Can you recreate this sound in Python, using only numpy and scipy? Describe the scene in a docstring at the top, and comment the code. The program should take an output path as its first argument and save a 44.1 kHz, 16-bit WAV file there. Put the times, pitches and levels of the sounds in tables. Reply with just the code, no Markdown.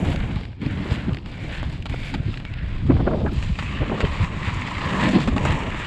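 """Inline skates roll over two stretches of rough asphalt, heard from a small camera held low on a pole.
Stones under the wheels give a gritty roar that comes in swells and rings in wheels and frames.
The wheels knock on cracks and landings, and the road reflects their sound up to the camera.
Right at the microphone, wind buffets the port and bursts into short puffs; jolts rumble up the pole."""
import sys
import numpy as np
from scipy import signal
from scipy.fft import rfft, irfft
from scipy.io import wavfile

SR = 44100
rng = np.random.default_rng(int(sys.argv[2]) if len(sys.argv) > 2 else 0)


def pcm_store(signal):
    """Save signal as 16-bit PCM."""
    levels = np.round(np.clip(np.atleast_2d(signal), -1, 1) * 32767)
    wavfile.write(sys.argv[1], SR, levels.astype(np.int16).T)


N = 258426
TIME_S = np.arange(N) / SR
CUT_S = 3.335   # the sound cuts abruptly from one stretch to the next


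def from_db(db):
    """Decibels to gain."""
    return 10 ** (np.asarray(db) / 20)


def power_sum(levels_db):
    """Combined level in dB of unrelated sounds."""
    return 10 * np.log10(sum(10 ** (np.maximum(db, -150) / 10) for db in levels_db))


def rms_one(x):
    """Scale to rms 1."""
    return x / np.sqrt(np.mean(x ** 2) + 1e-20)


def rms_one_under(x, swell):
    """Scale to rms 1 under the swell."""
    return x * np.linalg.norm(swell) / np.linalg.norm(x * swell)


def curves(rows):
    """One curve for each column after the time, joined by straight lines."""
    times, *columns = np.transpose(rows)
    return [np.interp(TIME_S, times, column) for column in columns]


def drift(rate_hz):
    """Random wander of rms 1, smoothed above rate_hz."""
    r = np.exp(-2 * np.pi * rate_hz / SR)
    return rms_one(signal.lfilter([1], [1, -2 * r, r * r], rng.standard_normal(N + SR))[SR:])


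def band(x, low_hz, high_hz, order=3):
    """Butterworth band-pass."""
    return signal.sosfilt(signal.butter(order, [low_hz, high_hz], "band", fs=SR, output="sos"), x)


def split(x, hz):
    """The parts below and above hz."""
    return [signal.sosfilt(signal.butter(4, hz, side, fs=SR, output="sos"), x)
            for side in ("low", "high")]


def colour(x, spectrum, size=8192):
    """Minimum-phase filter with a spectrum of (frequency_hz, level_db) points."""
    hz, db = np.transpose(spectrum)
    grid_hz = np.maximum(np.arange(size // 2 + 1) * SR / size, 1)
    cepstrum = irfft(np.interp(np.log(grid_hz), np.log(hz), db) * np.log(10) / 20)
    cepstrum[1:size // 2] *= 2
    cepstrum[size // 2 + 1:] = 0
    return signal.fftconvolve(x, irfft(np.exp(rfft(cepstrum))))[:len(x)]


def resonance(hz, width_hz):
    """Coefficients of a two-pole resonance with peak gain 1."""
    r = np.exp(-np.pi * width_hz / SR)
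    return (1 - r * r) / 2 * np.array([1, 0, -1]), [1, -2 * r * np.cos(2 * np.pi * hz / SR), r * r]


def glide(x, pitch_hz, width_hz, size=256):
    """A resonance that follows a pitch curve in short blocks."""
    out, state = np.zeros(N), np.zeros(2)
    for i in range(0, N, size):
        tuning = resonance(pitch_hz[i], width_hz)
        out[i:i + size], state = signal.lfilter(*tuning, x[i:i + size], zi=state)
    return out


# Spectrum of the wind on the microphone port: frequency_hz, level_db
BUFFET_SPECTRUM = [(13, -25), (22, 5.5), (48, 1.5), (96, 2), (146, -1), (174, -9.5), (300, -30.5),
                   (390, -61.5), (660, -120)]
# Gusts at the port, 9 dB down a half length from the peak: peak_s, level_db, half_length_s
GUSTS = [(0.0, -21, 0.079), (0.374, -19, 0.019), (0.783, -35, 0.04), (0.92, -19.5, 0.016),
         (1.098, -18, 0.041), (1.7, -21.5, 0.058), (1.932, -22, 0.037), (2.212, -24, 0.018),
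         (2.289, -17, 0.03), (2.518, -35, 0.0077), (2.669, -24, 0.092), (2.836, -24.5, 0.029),
         (2.978, -15.5, 0.072), (3.238, -20.5, 0.056), (3.374, -22.5, 0.049), (3.507, -19.5, 0.021),
         (3.649, -22, 0.017), (3.82, -17, 0.021), (4.047, -11.5, 0.01), (4.116, -28.5, 0.059),
         (4.236, -17.5, 0.03), (4.4, -29, 0.058), (4.517, -25.5, 0.13), (5.335, -34, 0.048),
         (5.5, -19.5, 0.077)]
# The deepest buffet against the rest: time_s, gain_db
DEEP_BUFFET = [(0.0, -4), (0.3, -0.5), (0.9, -12), (1.5, 1.5), (2.0, 1), (2.28, -6), (2.6, 5.5),
               (3.0, -3.5), (3.6, -1.5), (4.2, 4.5), (4.8, -8), (5.3, 0.5), (5.86, -3)]

def buffet(steady_db, lumps, deep_gust_share=0.18):
    """Eddies and gusts press on the port; the deepest part follows the gusts only a little."""
    gusts_db = [db - 9 * ((TIME_S - peak_s) / half_s) ** 2 for peak_s, db, half_s in GUSTS]
    level_db = power_sum([steady_db] + gusts_db)
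    deep, upper = split(rms_one(colour(rng.standard_normal(N), BUFFET_SPECTRUM)), hz=55.6)
    deep_db = curves(DEEP_BUFFET)[0] - (1 - deep_gust_share) * (level_db - steady_db) + 2.5 * drift(2.8)
    return from_db(level_db) * (upper * from_db(2.5 * lumps) + deep * from_db(deep_db))


# Jolts that reach the camera through the pole: peak_s, level_db
JOLTS = [(0.634, -19.5), (0.665, -25), (0.85, -38), (1.083, -20.5), (1.433, -28.5), (1.73, -32),
         (1.929, -26.5), (2.147, -24), (2.29, -24), (2.905, -13), (3.277, -23), (3.33, -24), (3.592, -31),
         (3.948, -23), (4.02, -38), (5.05, -17), (5.085, -16.5), (5.135, -18), (5.164, -12.5), (5.2, -20),
         (5.28, -17.5), (5.37, -21)]

def pole_rumble(steady_db, lumps, band_hz=(114.7, 308), rise_db_per_s=505, fall_db_per_s=415):
    """Wind and jolts make a low rumble that rings in the pole."""
    jolts_db = [db - np.maximum(rise_db_per_s * (peak_s - TIME_S), fall_db_per_s * (TIME_S - peak_s))
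                for peak_s, db in JOLTS]
    shake = band(rng.standard_normal(N), *band_hz, order=2)
    pole = signal.lfilter(*resonance(hz=179.6, width_hz=62), shake)
    rumble = rms_one(band(rng.standard_normal(N), *band_hz)) + rms_one(pole)
    return from_db(power_sum([steady_db] + jolts_db)) * rms_one(rumble * from_db(2 * lumps))


# Steady wind at the microphone: time_s, buffet_db, rumble_db, flutter_db
WIND_LEVELS = [(0.0, -18, -25.5, -30.5), (0.35, -29.5, -32, -46.5), (0.47, -30.5, -41, -47.5),
               (0.575, -44.5, -66, -71), (0.66, -25, -27, -46.5), (0.93, -29, -30.5, -38.5),
               (1.2, -35, -37.5, -51.5), (1.5, -31.5, -40, -41.5), (1.82, -32, -40, -52.5),
               (2.09, -30, -41, -44.5), (2.53, -32, -43, -54), (2.7, -35.5, -37.5, -45),
               (2.87, -24, -34, -52.5), (2.94, -21.5, -27.5, -38), (3.03, -26, -28, -44),
               (3.09, -26, -26, -27), (3.15, -27, -28, -27.5), (3.23, -26, -30, -35.5),
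               (3.33, -23.5, -35, -44.5), (3.57, -32.5, -41.5, -51.5), (3.7, -30, -36, -48.5),
               (3.95, -32, -28.5, -33.5), (4.1, -32.5, -39, -40.5), (4.35, -34.5, -34, -45),
               (4.77, -30.5, -34, -42.5), (4.9, -32.5, -31, -35.5), (5.0, -31.5, -22, -30.5),
               (5.11, -34, -27, -29.5), (5.17, -34, -25, -28), (5.25, -28, -32, -38),
               (5.33, -27.5, -29, -40), (5.46, -30, -28, -31), (5.68, -31.5, -32, -38),
               (5.86, -31.5, -38.5, -44)]

def wind(flutter_hz=(289, 712)):
    """Eddies pass the port in lumps that move buffet, rumble and a weak flutter together."""
    buffet_db, rumble_db, flutter_db = curves(WIND_LEVELS)
    lumps = 2 * np.tanh(drift(25.5) / 2)   # no single eddy towers over the rest
    low_wind = buffet(buffet_db, lumps) + pole_rumble(rumble_db, lumps)
    flutter = band(rng.standard_normal(N), *flutter_hz) * from_db(3 * lumps)
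    return low_wind + from_db(flutter_db) * rms_one(flutter)


# Puffs right on the port: start_s, level_db, half_length_s, edge_gain_db, pitch_hz, edge_top_hz
PUFFS = [(0.624, -22, 0.0092, -8, 250, 1520), (0.849, -19, 0.01, -9, 300, 1500),
         (1.081, -30, 0.032, -2, 300, 1520), (1.936, -21.5, 0.0068, 1.5, 358, 1020),
         (2.889, -10, 0.015, -27, 306, 2290), (2.914, -12, 0.006, -23, 346, 2390),
         (2.948, -26, 0.027, -16, 300, 1900), (2.963, -28, 0.005, -1, 400, 3290),
         (2.987, -13.5, 0.016, -15, 350, 1350), (3.038, -29, 0.0061, -31, 395, 900),
         (3.062, -9, 0.013, -15, 364, 1600), (3.077, -21, 0.0074, -14, 400, 3000),
         (3.099, -22.5, 0.018, 3, 443, 1290), (3.126, -21.5, 0.011, -3, 450, 1912),
         (3.146, -38, 0.027, -17, 490, 900), (3.199, -20.5, 0.016, -9, 397, 1480),
         (3.235, -17.5, 0.02, -5.5, 300, 1040), (3.251, -32, 0.016, 8, 300, 2140),
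         (3.27, -34, 0.0067, 8.5, 300, 1700), (3.801, -20, 0.015, -25, 250, 920),
         (3.82, -17.5, 0.014, -17, 397, 1200), (3.892, -14, 0.0073, -5, 393, 1300),
         (3.912, -15, 0.0068, -19, 396, 1200), (3.918, -21, 0.0085, -18, 543, 1200),
         (3.931, -17, 0.015, -25, 250, 900), (3.949, -23, 0.11, -4, 347, 1210),
         (4.034, -18, 0.0083, -25, 348, 890)]

def wind_puffs(gain_db=-7, pitch_spread=1.5, edge_from_hz=600, edge_thins_hz=1400):
    """A puff swells and fades quickly and unevenly; its bright edge shows only at the crest."""
    out, size = np.zeros(N), SR // 10
    for start_s, db, half_s, edge_db, hz, top_hz in PUFFS:
        air = rng.standard_normal(2 * size)
        swell = np.sin(np.pi * np.minimum(np.arange(size) / SR / (2 * half_s), 1)) ** 2
        body = band(air, hz / pitch_spread, hz * pitch_spread, order=1)
        body = rms_one_under(split(body, top_hz)[0][size:], swell)
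        edge = band(air, 300, edge_thins_hz, order=1)
        edge = rms_one_under(band(edge, edge_from_hz, top_hz, order=2)[size:], swell ** 2)
        i = round(start_s * SR)
        out[i:i + size] += from_db(db + gain_db) * swell * (body + from_db(edge_db) * swell * edge)
    return split(out * from_db(2.5 * drift(85)), hz=3000)[0]


# Brief pitched rings in the roll and the wind: start_s, level_db, pitch_hz, length_s
RINGS = [(1.855, -39.5, 840, 0.015), (2.138, -29, 900, 0.012), (2.329, -42.5, 1330, 0.019),
         (2.448, -44, 2260, 0.056), (3.26, -32, 866, 0.02), (3.267, -36.5, 1570, 0.021),
         (3.283, -38, 1330, 0.014), (3.284, -50, 2330, 0.016), (3.649, -38, 2560, 0.041),
         (3.685, -37, 2190, 0.02), (3.971, -34, 1150, 0.029), (4.026, -27.5, 392, 0.035),
         (4.039, -33, 3070, 0.017)]

def brief_rings(width_hz=150):
    """Noise swells for a moment in one narrow resonance."""
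    out, size = np.zeros(N), SR // 10
    for start_s, db, hz, length_s in RINGS:
        swell = np.sin(np.pi * np.minimum(np.arange(size) / SR / length_s, 1))
        narrow = resonance(hz, width_hz)
        ring = signal.lfilter(*narrow, signal.lfilter(*narrow, rng.standard_normal(2 * size)))
        i = round(start_s * SR)
        out[i:i + size] += from_db(db) * swell * rms_one_under(ring[size:], swell)
    return out


# Delay of the bounce off the road just below the microphone: time_s, lag_ms
GROUND_LAG = [(0.0, 1.4), (0.6, 1.24), (0.9, 0.78), (1.2, 0.68), (1.6, 1.18), (2.0, 0.88), (2.5, 0.73),
              (3.0, 0.93), (3.5, 0.66), (3.85, 1.3), (4.3, 0.73), (4.9, 1.06), (5.2, 1.2), (5.55, 0.96),
              (5.86, 0.76)]

def with_road_reflection(direct, reflection_db=-19.5):
    """The road reflects the wheels; the lag slides as skates and pole swing."""
    lag_s = curves(GROUND_LAG)[0] / 1000
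    return direct + from_db(reflection_db) * np.interp(TIME_S - lag_s, TIME_S, direct)


def on_road(x, *spectra):
    """Wheel sound takes the colour of each stretch, at unit power gain; it switches at the cut."""
    pulse = np.eye(1, 4096)[0]
    first, second = (colour(x, s) / np.linalg.norm(colour(pulse, s)) for s in spectra)
    return np.where(TIME_S < CUT_S, first, second)


# Wheel tread on each stretch of asphalt: frequency_hz, level_db
FIRST_TREAD = [(820, -44), (1400, 7), (1670, 6), (2280, 2), (2860, 1), (3520, -1.5), (4400, -6.5),
               (4880, -8), (5250, -13.5), (5600, -18), (7280, -76.5), (12300, -120)]
SECOND_TREAD = [(820, -57.5), (1350, 1), (1520, 1), (1810, 5.5), (2050, 3), (2760, -1), (3380, -6),
                (3860, -8), (4800, -13.5), (5600, -25.5), (7280, -88), (12300, -120)]

def tread_tone(x):
    """The midrange colour of wheels on asphalt."""
    return on_road(x, FIRST_TREAD, SECOND_TREAD)


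# Fine grit on each stretch, heard through the microphone port: frequency_hz, level_db
FIRST_GRIT = [(4500, -12), (5600, -1.5), (6300, -3), (7200, 0.5), (8300, -5), (9100, -17.5), (9700, -16),
              (10500, -12), (11500, -18.5), (13000, -24), (15500, -22)]
SECOND_GRIT = [(4500, -8), (5600, 0), (6300, -2), (7200, 2.5), (8300, -5.5), (9100, -16.5), (10000, -21),
               (10400, -21), (10850, -18), (11400, -25), (13000, -28), (15500, -58)]

def grit_tone(x):
    """The treble colour of grit, shaped by the port."""
    return on_road(x, FIRST_GRIT, SECOND_GRIT)


# Resonances of the skate boot: pitch_hz, width_hz, gain_db
BOOT_MODES = [(285, 91, 3), (630, 107, -3), (836, 27, -4), (1200, 67, -25)]

def boot_thud(thud, ring_db=13, thud_db=10, thud_hz=(196, 1590)):
    """A low thud and the ring it sets off in the boot."""
    ring = sum(from_db(db) * signal.lfilter(*resonance(hz, width_hz), thud)
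               for hz, width_hz, db in BOOT_MODES)
    return from_db(ring_db) * split(ring, hz=1780)[0] + from_db(thud_db) * band(thud, *thud_hz)


# Cracks and stones in the road: start_s, level_db, thud_gain_db, tick_gain_db
CRACKS = [(0.119, -22, -14, -30), (0.16, -17, -2.5, -18), (0.204, -24.5, -8, -24), (0.243, -31, -12, -22),
          (0.3585, -19.5, -12, -24), (0.434, -26.5, -3, -24), (0.453, -26, -5, -23), (0.411, -25, -8, -23),
          (0.53, -36, 3.5, -28), (0.616, -31, -12, -15), (0.662, -20.5, -24, -25), (0.94, -22, -5, -22),
          (0.958, -21, -8, -24), (1.009, -27.5, 3, -21), (1.092, -24.5, 6, -28), (1.132, -21, -11, -21),
          (1.146, -19.5, 2, -22), (1.1701, -21.5, -5, -22), (1.1857, -26.5, -3, -28), (1.26, -22, -4, -22),
          (1.289, -29, -3, -30), (1.317, -29, -2, -18), (1.377, -37, -8, -20), (1.55, -22.5, 0, -20),
          (1.6292, -24.5, 8.5, -15), (1.698, -26.5, -8, -16), (1.726, -27.5, -4, -18),
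          (1.824, -21.5, -22, -20), (1.8962, -23, -6, -12.5), (2.341, -21, -6, -27),
          (2.3735, -15.5, -16, -28), (2.4, -24.5, -3, -20), (2.451, -17.5, -8, -23),
          (2.538, -21.5, -10, -24), (3.426, -17, -1, -16), (3.555, -23, 2, -21), (3.625, -19, 6, -30),
          (4.0496, -14, -3, -28), (4.6195, -15.5, -14, -32), (4.675, -18, -12, -23), (4.861, -19, -14, -26),
          (5.09, -15, -8, -12), (5.112, -22, -10, -15), (5.205, -17, 4, -13), (5.231, -16, -11, -20),
          (5.38, -13, -2, -23), (5.508, -15, -10, -22), (5.745, -22, 7, -29), (5.7981, -18, 1, -38)]
# Front wheels landing on the road: start_s, level_db, thud_gain_db, tick_gain_db
LANDINGS = [(1.8558, -19.5, -1, -19.5), (2.14, -16.5, -3.5, -19.5), (3.5877, -16, -2, -21),
            (4.004, -11, -1, -19.5), (5.275, -14.5, 4.5, -17), (5.3633, -18.5, 8.5, -14.5),
            (5.4505, -19, 11.5, -7)]

def wheel_knocks(gain_db=-9, rise_s=0.0004, crack_t60_s=0.016, landing_t60_s=0.043):
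    """A knock is a hard click and a dying rattle of the wheels, with a low thud and a bright tick."""
    rear_lag_s, rear_db = 0.008, -8.5
    rear = [(start_s + rear_lag_s, db + rear_db, *tone) for start_s, db, *tone in LANDINGS]
    envelopes, t = np.zeros((4, N)), np.arange(SR // 5) / SR
    rattle = rng.standard_normal(N)
    # Landings shake the whole wheel, small stones only its rim.
    for rows, t60_s, click, wheel_gain, rim_gain in [(CRACKS, crack_t60_s, 8.0, 0, 1),
                                                     (LANDINGS + rear, landing_t60_s, 4.2, 1, 0)]:
        for start_s, db, thud_db, tick_db in rows:
            i = round(start_s * SR)
            dying = np.minimum(t / rise_s, 1) * from_db(db + gain_db - 60 * t / t60_s)
            gains = [wheel_gain, from_db(thud_db), from_db(tick_db), rim_gain]
            envelopes[:, i:i + len(t)] += np.outer(gains, dying)[:, :N - i]
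            rattle[i + 12] = click
    wheel, thud, tick, rim = envelopes * rattle
    rim_snap = split(rim, hz=1850)[1]
    rim_ring = from_db(1.8) * signal.lfilter(*resonance(hz=2720, width_hz=1230), rim)
    return tread_tone(wheel + rim_snap + rim_ring) + grit_tone(tick) + boot_thud(thud)


def stones(patches, hits_per_s=2500, spread_db=3, hiss_share=0.44):
    """Wheels hit stones of uneven size at random, over a fine hiss; road patches scale both."""
    sizes = from_db(spread_db * np.minimum(rng.exponential(1, N), 5)) * rng.choice([-1, 1], N)
    hits = rms_one(sizes * (rng.random(N) < hits_per_s / SR))
    return patches * (np.sqrt(1 - hiss_share) * hits + np.sqrt(hiss_share) * rng.standard_normal(N))


# The highest grit against the rest: time_s, gain_db
GRIT_TOP = [(0.0, 5), (0.15, 2), (0.4, -1), (0.9, 0.5), (1.2, -0.5), (1.55, -0.5), (1.8, -1), (2.08, 2),
            (2.3, -2), (3.0, -2), (3.4, 0), (3.8, 0.1), (4.2, -1), (4.8, -0.5), (5.0, 1), (5.12, 3),
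            (5.25, 2), (5.33, -2), (5.5, 0.5), (5.86, 0)]

def fine_grit(patches, level_db, top_follows=0.24, even_db=-63):
    """Fine grit hisses under the wheels, brighter as it gets louder."""
    lower, top = split(grit_tone(stones(patches)), hz=9300)
    return lower + top * from_db(top_follows * (level_db - even_db) + curves(GRIT_TOP)[0])


# Ring of the skate frame under load, against its rattle: time_s, pitch_hz, gain_db
FRAME_RING = [(0, 930, -21.5), (3.3, 980, -23), (3.4, 960, -7), (3.7, 1146, -5.5), (4.0, 1110, -7.5),
              (4.15, 1046, -6), (4.4, 1000, -4.5), (4.75, 1017, -6), (4.95, 1110, -6), (5.1, 950, -9.5),
              (5.3, 1140, -6.5), (5.4, 1000, -12.5), (5.55, 920, -9.5), (5.86, 1026, -11.5)]

def frame_rattle(road, patches, band_hz=(752, 1330)):
    """Stones rattle the frame, which rings at a pitch that moves with load."""
    pitch_hz, ring_db = curves(FRAME_RING)
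    ring = rms_one(glide(stones(patches), pitch_hz, width_hz=210))
    return band(road + from_db(ring_db) * ring, *band_hz)


# Whirr of the wheels, against the roar: time_s, pitch_hz, gain_db
WHIRR = [(0.0, 2320, -6), (0.3, 2240, -12), (0.55, 2300, 1), (0.75, 2170, -9), (0.9, 1830, -6),
         (1.2, 2320, -7), (1.45, 2270, -2), (1.65, 2110, -8), (1.85, 2360, -4), (2.1, 2230, -0.5),
         (2.3, 2630, -20), (2.45, 2260, -7), (2.62, 1790, 0.5), (2.8, 2240, -10), (3.1, 2000, -14),
         (3.36, 2750, -13), (3.55, 2400, -1), (3.68, 2570, -2), (3.85, 3020, -8), (4.0, 2800, -6),
         (4.22, 2130, -3.5), (4.45, 2000, -3.5), (4.68, 2470, -8), (4.85, 1650, -1.5), (5.05, 1790, -5),
         (5.3, 1810, -5), (5.42, 2430, -2), (5.6, 2770, -8), (5.86, 2910, -16)]

def wheel_whirr(patches, band_hz=(970, 3350)):
    """The wheels whirr at a pitch that moves with load and lean; returns sound and gain in dB."""
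    pitch_hz, gain_db = curves(WHIRR)
    return band(glide(stones(patches), pitch_hz, width_hz=240), *band_hz), gain_db


# Swells of the rolling roar, each with a start, middle and end level:
# start_s, middle_s, end_s, start_db, middle_db, end_db
ROAR_SWELLS = [(0.0, 0.098, 0.35, -40, -37, -45), (0.619, 0.953, 1.093, -44.5, -39, -45.5),
               (1.26, 1.56, 1.776, -51, -38.5, -51.5), (1.894, 2.077, 2.13, -45.5, -41, -42.5),
               (2.182, 2.31, 2.4, -48, -47.5, -48.5), (2.448, 2.715, 2.82, -48, -46, -47),
               (2.868, 3.157, 3.57, -46.5, -51, -50), (3.36, 3.475, 3.43, -49.5, -48, -49),
               (3.593, 3.768, 4.1, -40.5, -38.5, -41), (4.015, 4.248, 4.21, -43.5, -37.5, -40),
               (4.32, 4.472, 4.53, -45.5, -35, -36.5), (4.548, 4.683, 4.9, -39.5, -37, -41.5),
               (4.753, 4.84, 4.9, -41.5, -36.5, -37), (4.933, 5.048, 5.11, -37.5, -28, -32.5),
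               (5.146, 5.2, 5.24, -38, -39, -42.5), (5.29, 5.385, 6.1, -42.5, -39.5, -30),
               (5.453, 5.5, 5.6, -36.5, -32.5, -47.5), (5.71, 5.754, 3.9, -57, -42, -56.5)]

def roar_swells(rise_db_per_s=904, fall_db_per_s=97, floor_db=-64.5, pulse_width_s=0.0056):
    """The roar comes in overlapping swells; returns its level in dB and a pulse at each middle."""
    levels_db, pulses = [floor_db], np.zeros(N)
    for start_s, middle_s, end_s, start_db, middle_db, end_db in ROAR_SWELLS:
        end_s = max(end_s, middle_s + 0.001)   # an end set too early falls just after the middle
        corners_s = [start_s - 1, start_s, middle_s, end_s, end_s + 1]
        corners_db = [start_db - rise_db_per_s, start_db, middle_db, end_db, end_db - fall_db_per_s]
        levels_db.append(np.interp(TIME_S, corners_s, corners_db))
        pulses += np.exp(-((TIME_S - middle_s) / pulse_width_s) ** 2)
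    return power_sum(levels_db), pulses


# The roll as heard from the pole, against the roar: time_s, sizzle_db, frame_db, grit_db
ROLL_BALANCE = [(0.0, -27, 2, -18), (0.13, -8, 1.5, -17), (0.18, -28, -0.5, -22.5), (0.4, -3.5, 6, -16),
                (0.58, -2, 5, -17.5), (0.7, -17, -1.5, -22), (0.88, -12, 3.5, -18.5),
                (0.95, -6, 3.5, -13.5), (1.0, -18, -1.5, -20.5), (1.2, -6, 7.5, -17), (1.4, -10, -2.5, -18),
                (1.56, -16, -3, -18), (1.63, -15, -2, -25), (1.74, -1.5, 3, -13), (1.88, -7.5, 1.5, -17),
                (2.1, -6.5, -5, -15), (2.2, -17, -3, -22), (2.32, -3, 1, -15), (2.5, -17.5, -2.5, -24),
                (2.75, -11.5, 0, -20.5), (2.95, -8.5, 5, -19.5), (3.3, -4.5, 6, -11), (3.36, 1.5, -1, -7.5),
                (3.57, 2, -6, -10.5), (3.62, -9, -7, -13.5), (3.9, -14, -3.5, -20.5), (4.05, -7, -2, -16.5),
                (4.3, -8, -3, -14), (4.5, -9, -6, -17.5), (4.9, -5.5, 1, -15.5), (4.98, -6, 5.5, -15.5),
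                (5.05, -9, -0.5, -18), (5.12, -6.5, -4.5, -16.5), (5.17, -1.5, 4, -16.5),
                (5.22, 3.5, -1.5, -12), (5.38, -16, 1, -16), (5.48, -11, 3, -13), (5.65, -21, -0.5, -19.5),
                (5.86, -13.5, -4, -19)]

def rolling_skates(joint_s=5.06, joint_half_s=0.086, crunch_hz=(487, 910), waver_db=1.5):
    """Stones drive tread, frame, whirr and grit; an overgrown joint is lumpier and crunches."""
    roar_db, pulses = roar_swells()
    sizzle_db, frame_db, grit_db = roar_db + curves(ROLL_BALANCE)
    sizzle_db += 1.5 * pulses   # briefly more sizzle and less grit in the middle of each swell
    grit_db -= 1.5 * pulses
    from_joint = (TIME_S - joint_s) / joint_half_s
    patchy_db = 1 + 0.5 * np.exp(-from_joint ** 2)
    patches = from_db(patchy_db * drift(68))
    road = stones(patches)
    roar, sizzle = split(tread_tone(road), hz=3300)
    grit = fine_grit(patches, grit_db)
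    frame = frame_rattle(road, patches)
    whirr, whirr_db = wheel_whirr(patches)
    crunch, crunch_db = band(road, *crunch_hz), -36 - 9 * from_joint ** 2
    layers = [(roar, roar_db), (sizzle, sizzle_db), (whirr, roar_db + whirr_db),
              (frame, frame_db), (grit, grit_db), (crunch, crunch_db)]
    return sum(rms_one(x * from_db(waver_db * drift(14.2))) * from_db(db) for x, db in layers)


def scene():
    """Skates and wind meet at one microphone, low over the road."""
    skates = with_road_reflection(rolling_skates() + wheel_knocks())
    return (skates + wind() + wind_puffs() + brief_rings())[None, :]


def record(dry):
    """Rounded peaks, a low-pass, and a tiny click where the sound cuts from one stretch to the next."""
    ceiling, cutoff_hz = 1.1, 15500
    click = np.zeros(N)
    click[round(CUT_S * SR)] = from_db(-31)
    rounded = ceiling * np.tanh(dry / ceiling)
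    return signal.sosfilt(signal.cheby2(12, 70, cutoff_hz, fs=SR, output="sos"), rounded + click)


dry = scene()
out = record(dry)
pcm_store(out)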